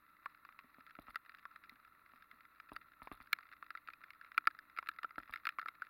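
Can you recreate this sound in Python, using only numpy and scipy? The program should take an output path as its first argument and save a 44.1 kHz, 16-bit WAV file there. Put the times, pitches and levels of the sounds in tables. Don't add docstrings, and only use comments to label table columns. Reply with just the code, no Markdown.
import sys
import numpy as np
from scipy import signal
from scipy.fft import rfft, irfft
from scipy.io import wavfile

SR = 44100
rng = np.random.default_rng(int(sys.argv[2]) if len(sys.argv) > 2 else 0)


def master(y):
    cut = np.clip(np.atleast_2d(y).T, -1, 1)
    pcm = np.round(cut * 32767)
    wavfile.write(sys.argv[1], SR, pcm.astype(np.int16))


N = 259749
TAP = np.arange(4096) / SR
LEVEL_SPAN_S = .02

RING_HZ, RING_T60_S = 1340, .032
MOUNT_HZ, MOUNT_T60_S = 308.5, 0.037
MOUNT_NUDGE_DB = -34.5

# start_s [s], ring_db [dB], ring_hz [Hz], overtone_hz [Hz], sharpness_db [dB]
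SINGLE_DROPS = [(.2584, -45, 1177, 1810, -23.5), (.4498, -59.5, 1174, 1830, -16.5),
                (.489, -58.5, 1320, 2000, -22.5), (.5896, -59.5, 1150, 1830, -12),
                (.952, -58, 1390, 1840, -20), (1.1447, -58, 1390, 1980, -20),
                (1.1574, -44, 1342, 1910, -13), (1.3474, -66, 1330, 1850, -5),
                (1.4531, -51.5, 1160, 1830, -20), (1.6944, -75.5, 1360, 2000, 11),
                (2.3126, -62, 1444, 2080, -10), (2.5996, -54.5, 1386, 1760, -14.5),
                (2.7632, -48, 1330, 1900, -12.5), (3.0722, -53.5, 1073, 2210, -23),
                (3.3296, -39.5, 1392, 2210, -1.5), (3.3866, -56.5, 1180, 1810, -14.5),
                (3.6254, -51, 1210, 1800, -22.5), (3.7044, -51, 1310, 2000, -13.5),
                (3.7507, -48, 1360, 1860, -23), (3.8856, -49.5, 1275, 1860, -23.5),
                (3.9347, -65, 1360, 2500, -4.5), (4.1047, -62.5, 1230, 2160, -4.5),
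                (4.3173, -58, 1310, 1970, -14), (4.378, -30, 1393, 2420, -19),
                (4.4715, -28, 1368, 2256, -19), (4.5891, -57, 1504, 1730, -9),
                (4.7735, -49.5, 1395, 2120, -17.5), (4.7867, -40, 1340, 2150, -20.5),
                (4.8267, -56.5, 1124, 1710, -19), (4.871, -58, 1310, 1970, -9.5),
                (4.8881, -40, 1417, 1710, -13.5), (4.9865, -50.5, 1370, 2020, -17),
                (5.0316, -50, 1220, 1760, -12), (5.0444, -39.5, 1340, 1750, -33),
                (5.181, -44.5, 1357, 1660, -22.5), (5.3371, -49.5, 1350, 1820, -8),
                (5.3588, -49.5, 1390, 2110, -13.5), (5.4531, -49.5, 1360, 1850, -7),
                (5.4691, -38.5, 1360, 2120, -15.5), (5.4899, -46, 1375, 1800, -8.5),
                (5.5855, -41.5, 1204, 2170, -27), (5.594, -46.5, 1380, 1830, -17.5),
                (5.6148, -51, 1440, 1750, -18), (5.6268, -52.5, 1350, 2030, -27),
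                (5.6587, -44, 1360, 1700, -26.5), (5.6841, -46, 1290, 2100, -13.5),
                (5.8198, -42, 1444, 1740, -27.5)]
# pitch_hz [Hz], t60_s [s], level_db [dB]
UPPER_MODES = [(1700, .017, 1), (2020, .014, 0), (2330, .011, -3), (2620, .010, -8)]
# pitch_hz [Hz], t60_s [s], level_db [dB]
TICK_MODES = [(3700, .009, 0), (4100, .008, 0), (4750, .008, -4), (5300, .007, -7)]
# pitch_hz [Hz], level_db [dB per Hz]
SPATTER_SPECTRUM = [(5000, -6.5), (6000, -20), (7000, -4), (8000, -49), (9500, -4.5), (13000, -1),
                    (15800, -0.5)]


def rain_on_case():
    ring, upper, tick, push, spatter_power = np.zeros((5, N))
    for start_s, ring_db, ring_hz, overtone_hz, sharp_db in list(SINGLE_DROPS) + small_drops():
        upper_db, push_db = drop_colour(ring_db, ring_hz, sharp_db)

        swell = mode(ring_hz, .014) * (1 - np.exp(-TAP / .002))
        handed_on = np.interp(ring_db, [-46, -30], [.3, .1])
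        main = swell + handed_on * mode(RING_HZ, RING_T60_S)
        struck = strike(splash(spread_s=0.0013, rough=0.11), main)
        add(ring, start_s, burst(band(struck, .82 * ring_hz, 1.69 * ring_hz, order=4), ring_db))

        overtones = mode(overtone_hz, 0.017) + 0.46 * wall(UPPER_MODES)
        add(upper, start_s, burst(strike(splash(spread_s=0.0012, rough=0.18), overtones), upper_db))

        ticking = strike(splash(spread_s=0.0016, rough=0.29), wall(TICK_MODES))
        add(tick, start_s, burst(ticking, ring_db + sharp_db))

        dull_push = burst(mode(853, 0.006), push_db)
        nudge = burst(mode(MOUNT_HZ, 0.061), ring_db + MOUNT_NUDGE_DB)
        add(push, start_s, dull_push + nudge)

        spatter_db = ring_db + sharp_db + np.interp(ring_db, [-55, -40], [-11, -8])
        add(spatter_power, start_s, burst(np.exp(-TAP / 0.0013), spatter_db) ** 2)

    body = ring + band(upper, 1300, 2980, order=4) + band(tick, 3300, 5250, order=6)
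    spatter = np.sqrt(spatter_power) * noise(SPATTER_SPECTRUM, 0)
    return body + band(push, 230, 906) + spatter


USUAL_SHARP_DB, OVERTONE_DB, OVERTONE_SLOPE = -17, -1.5, 0.68
YIELD_DB, PUSH_SLOPE = -40.5, 0.17
# ring_hz [Hz], push_over_ring_db [dB]
PUSH_BY_RING = [(1060, -2), (1180, -21.5), (1345, -19.5), (1410, -31.5)]


def drop_colour(ring_db, ring_hz, sharp_db):
    extra_db = sharp_db - USUAL_SHARP_DB
    upper_db = ring_db + OVERTONE_DB + OVERTONE_SLOPE * extra_db
    softness_db = np.interp(ring_hz, *np.transpose(PUSH_BY_RING))
    push_db = min(ring_db, YIELD_DB) + softness_db - PUSH_SLOPE * extra_db
    return upper_db, push_db


RAIN_PER_S = 43
SMALL_SHARP_DB, SHARP_SPREAD_DB = -15.5, 6
# start_s [s], level_db [dB]
SMALL_DROP_LEVEL = [(0, -74.5), (.6, -74.5), (1.3, -67), (1.9, -72.5), (2.5, -74.5), (3.2, -70.5),
                    (4.1, -65), (4.7, -71), (5.2, -64.5), (5.89, -72.5)]


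def small_drops():
    chance = rng.standard_normal((600, 4))
    times = np.cumsum(rng.exponential(1 / RAIN_PER_S, len(chance)))
    size_db = 5 * np.minimum(chance[:, 0], 1.5)
    ring_db = np.interp(times, *np.transpose(SMALL_DROP_LEVEL)) + size_db
    ring_hz = RING_HZ * (1 + .025 * chance[:, 1])
    overtone_hz = 1900 * (1 + .09 * chance[:, 2])
    sharp_db = SMALL_SHARP_DB + SHARP_SPREAD_DB * np.minimum(chance[:, 3], 1)
    drops = zip(times, ring_db, ring_hz, overtone_hz, sharp_db)
    return [drop for drop in drops if drop[0] < N / SR]


DRIZZLE_PER_S, DRIZZLE_DB = 400, -70.5


def drizzle():
    hits = rng.standard_normal(N) * (rng.random(N) < DRIZZLE_PER_S / SR)
    ring = band(signal.fftconvolve(hits, mode(RING_HZ, RING_T60_S))[:N], 1000, 2100)
    return ring * undb(DRIZZLE_DB) / ring.std()


SWAY_FROM_DB, SWAY_UNDER_RATTLE_DB = -61, -9.5
# start_s [s], knock_db [dB], rattle_db [dB]
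KNOCKS = [(.643, -69, -74), (.784, -66, -69), (0.9886, -55, -56.5), (1.083, -67.5, -57),
          (1.72, -68.5, -67.5), (2.136, -71.5, -66.5), (2.332, -74, -71), (2.718, -56, -54.5),
          (3.019, -64.5, -54.5), (3.1155, -54, -51), (3.203, -69.5, -58.5), (5.1808, -55, -56),
          (5.295, -70, -56)]
# pitch_hz [Hz], t60_s [s], level_db [dB]
MOUNT_MODES = [(170, 0.021, -17), (407, 0.036, -13.5), (603, 0.017, -2.5), (710, 0.022, -20)]


def mount_knocks():
    out = np.zeros(N)
    blow = signal.unit_impulse(len(TAP))
    for start_s, knock_db, rattle_db in KNOCKS:
        hard = np.clip((knock_db + 68) / 12, 0, 1)
        main = mode(MOUNT_HZ * (0.82 + .15 * hard), MOUNT_T60_S * (1.5 - 0.74 * hard))
        mount = main + wall(MOUNT_MODES)
        knock = band(strike(blow + 0.17 * chatter(0.024), mount), 155, 560 + 660 * hard)

        loose = chatter(0.022) + 0.17 * blow
        contacts = strike(blow + .5 * loose, splash(spread_s=.0005, rough=.12))
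        case = mode(1270, .012) + .25 * wall(UPPER_MODES)
        rattle = band(strike(contacts, case), 800, 2600)
        add(out, start_s, burst(knock, knock_db) + burst(rattle, rattle_db))

        if rattle_db > SWAY_FROM_DB:
            sway = -mode(38, .16) + .35 * mode(100, .23) + .4 * mode(78, .1)
            add(out, start_s + .004, burst(sway, rattle_db + SWAY_UNDER_RATTLE_DB))

        scratch = strike(loose, splash(spread_s=0.00063, rough=0.21))
        wall_tick = burst(band(strike(scratch, wall(TICK_MODES)), 3100, 5200, order=4), 0)
        fine_tick = burst(band(scratch, 9500, 15000, order=5), 0)
        add(out, start_s + .007, burst(wall_tick + fine_tick, rattle_db - 15))
    return out


WASH_DB, RUMBLE_DB = -73.5, -83
# pitch_hz [Hz], level_db [dB per Hz]
WASH_SPECTRUM = [(600, -16), (880, -15), (1130, -1.5), (1250, -2.5), (1580, -16.5), (1750, -3.5),
                 (2020, -4.5), (2300, -13), (2650, -12.5), (3200, -27.5), (3950, -15), (4700, -31),
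                 (6000, -46)]
# pitch_hz [Hz], level_db [dB per Hz]
RUMBLE_SPECTRUM = [(15, 6.5), (35, -1.5), (70, 1.5), (105, 2), (150, 0), (200, 1.5), (295, 3), (380, -3.5),
                   (500, -10), (700, -37)]


def ride():
    wash = noise(WASH_SPECTRUM, WASH_DB) * undb(2 * walk(90))
    rumble = noise(RUMBLE_SPECTRUM, RUMBLE_DB) * undb(walk(9.9))
    return wash + rumble


HISS_DB = -82
# pitch_hz [Hz], level_db [dB]
HUM_TONES = [(60, -91.5), (120, -101), (180, -100), (240, -113.5), (300, -91.5), (600, -95.5)]
# pitch_hz [Hz], level_db [dB per Hz]
HISS_SPECTRUM = [(5000, -14.5), (8000, -15), (10000, -3), (12500, 2.5), (15800, 1.5)]


def electronics():
    t = np.arange(N) / SR
    hum = np.zeros(N)
    for hz, db in HUM_TONES:
        hum += np.sqrt(2) * undb(db) * np.sin(2 * np.pi * (hz * t + rng.random()))
    return hum + noise(HISS_SPECTRUM, HISS_DB)


def splash(spread_s, rough):
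    force = rough * rng.standard_normal(len(TAP)) * np.exp(-TAP / spread_s)
    force[0] += 1
    return force


def chatter(decay_s):
    contacts = rng.random(len(TAP)) < 220 / SR
    return rng.standard_normal(len(TAP)) * contacts * np.exp(-TAP / decay_s)


def mode(hz, t60):
    return np.sin(2 * np.pi * hz * TAP) * np.exp(-np.log(1000) * TAP / t60)


def wall(modes):
    chance = rng.standard_normal((len(modes), 2)) * (3, .025)
    return sum(undb(db + lift_db) * mode(hz * (1 + detune), t60)
               for (hz, t60, db), (lift_db, detune) in zip(modes, chance))


def strike(force, response):
    return signal.fftconvolve(force, response)[:len(TAP)]


def noise(points, db):
    hz, gain_db = np.transpose(points)
    f = np.maximum(np.arange(N // 2 + 1) * SR / N, 1)
    skirts = np.minimum(f / hz[0], 1) ** 2 * np.minimum(hz[-1] / f, 1) ** 6
    shape = skirts * undb(np.interp(np.log(f), np.log(hz), gain_db))
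    x = irfft(rfft(rng.standard_normal(N)) * shape, N)
    return x * undb(db) / x.std()


def walk(rate):
    knots = rng.standard_normal(int(N / SR * rate) + 2)
    return np.interp(np.arange(N) / SR * rate, np.arange(len(knots)), knots)


def band(x, lo_hz, hi_hz, order=2):
    edges = [lo_hz, min(hi_hz, .49 * SR)]
    return signal.sosfilt(signal.butter(order, edges, "band", fs=SR, output="sos"), x)


def burst(x, db):
    return x * undb(db) / np.sqrt(np.sum(x ** 2) / (LEVEL_SPAN_S * SR))


def add(track, start_s, x):
    i = int(start_s * SR)
    track[i:i + len(x)] += x[:len(track) - i]


def undb(db):
    return 10 ** (np.asarray(db) / 20)


def scene():
    return (rain_on_case() + drizzle() + mount_knocks() + ride() + electronics())[None]


TOP_HZ = 16200


def record(dry):
    notched = signal.lfilter(*signal.iirnotch(2990, 14, fs=SR), dry)
    return signal.sosfilt(signal.ellip(10, .2, 70, TOP_HZ, fs=SR, output="sos"), notched)


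dry = scene()
out = record(dry)
master(out)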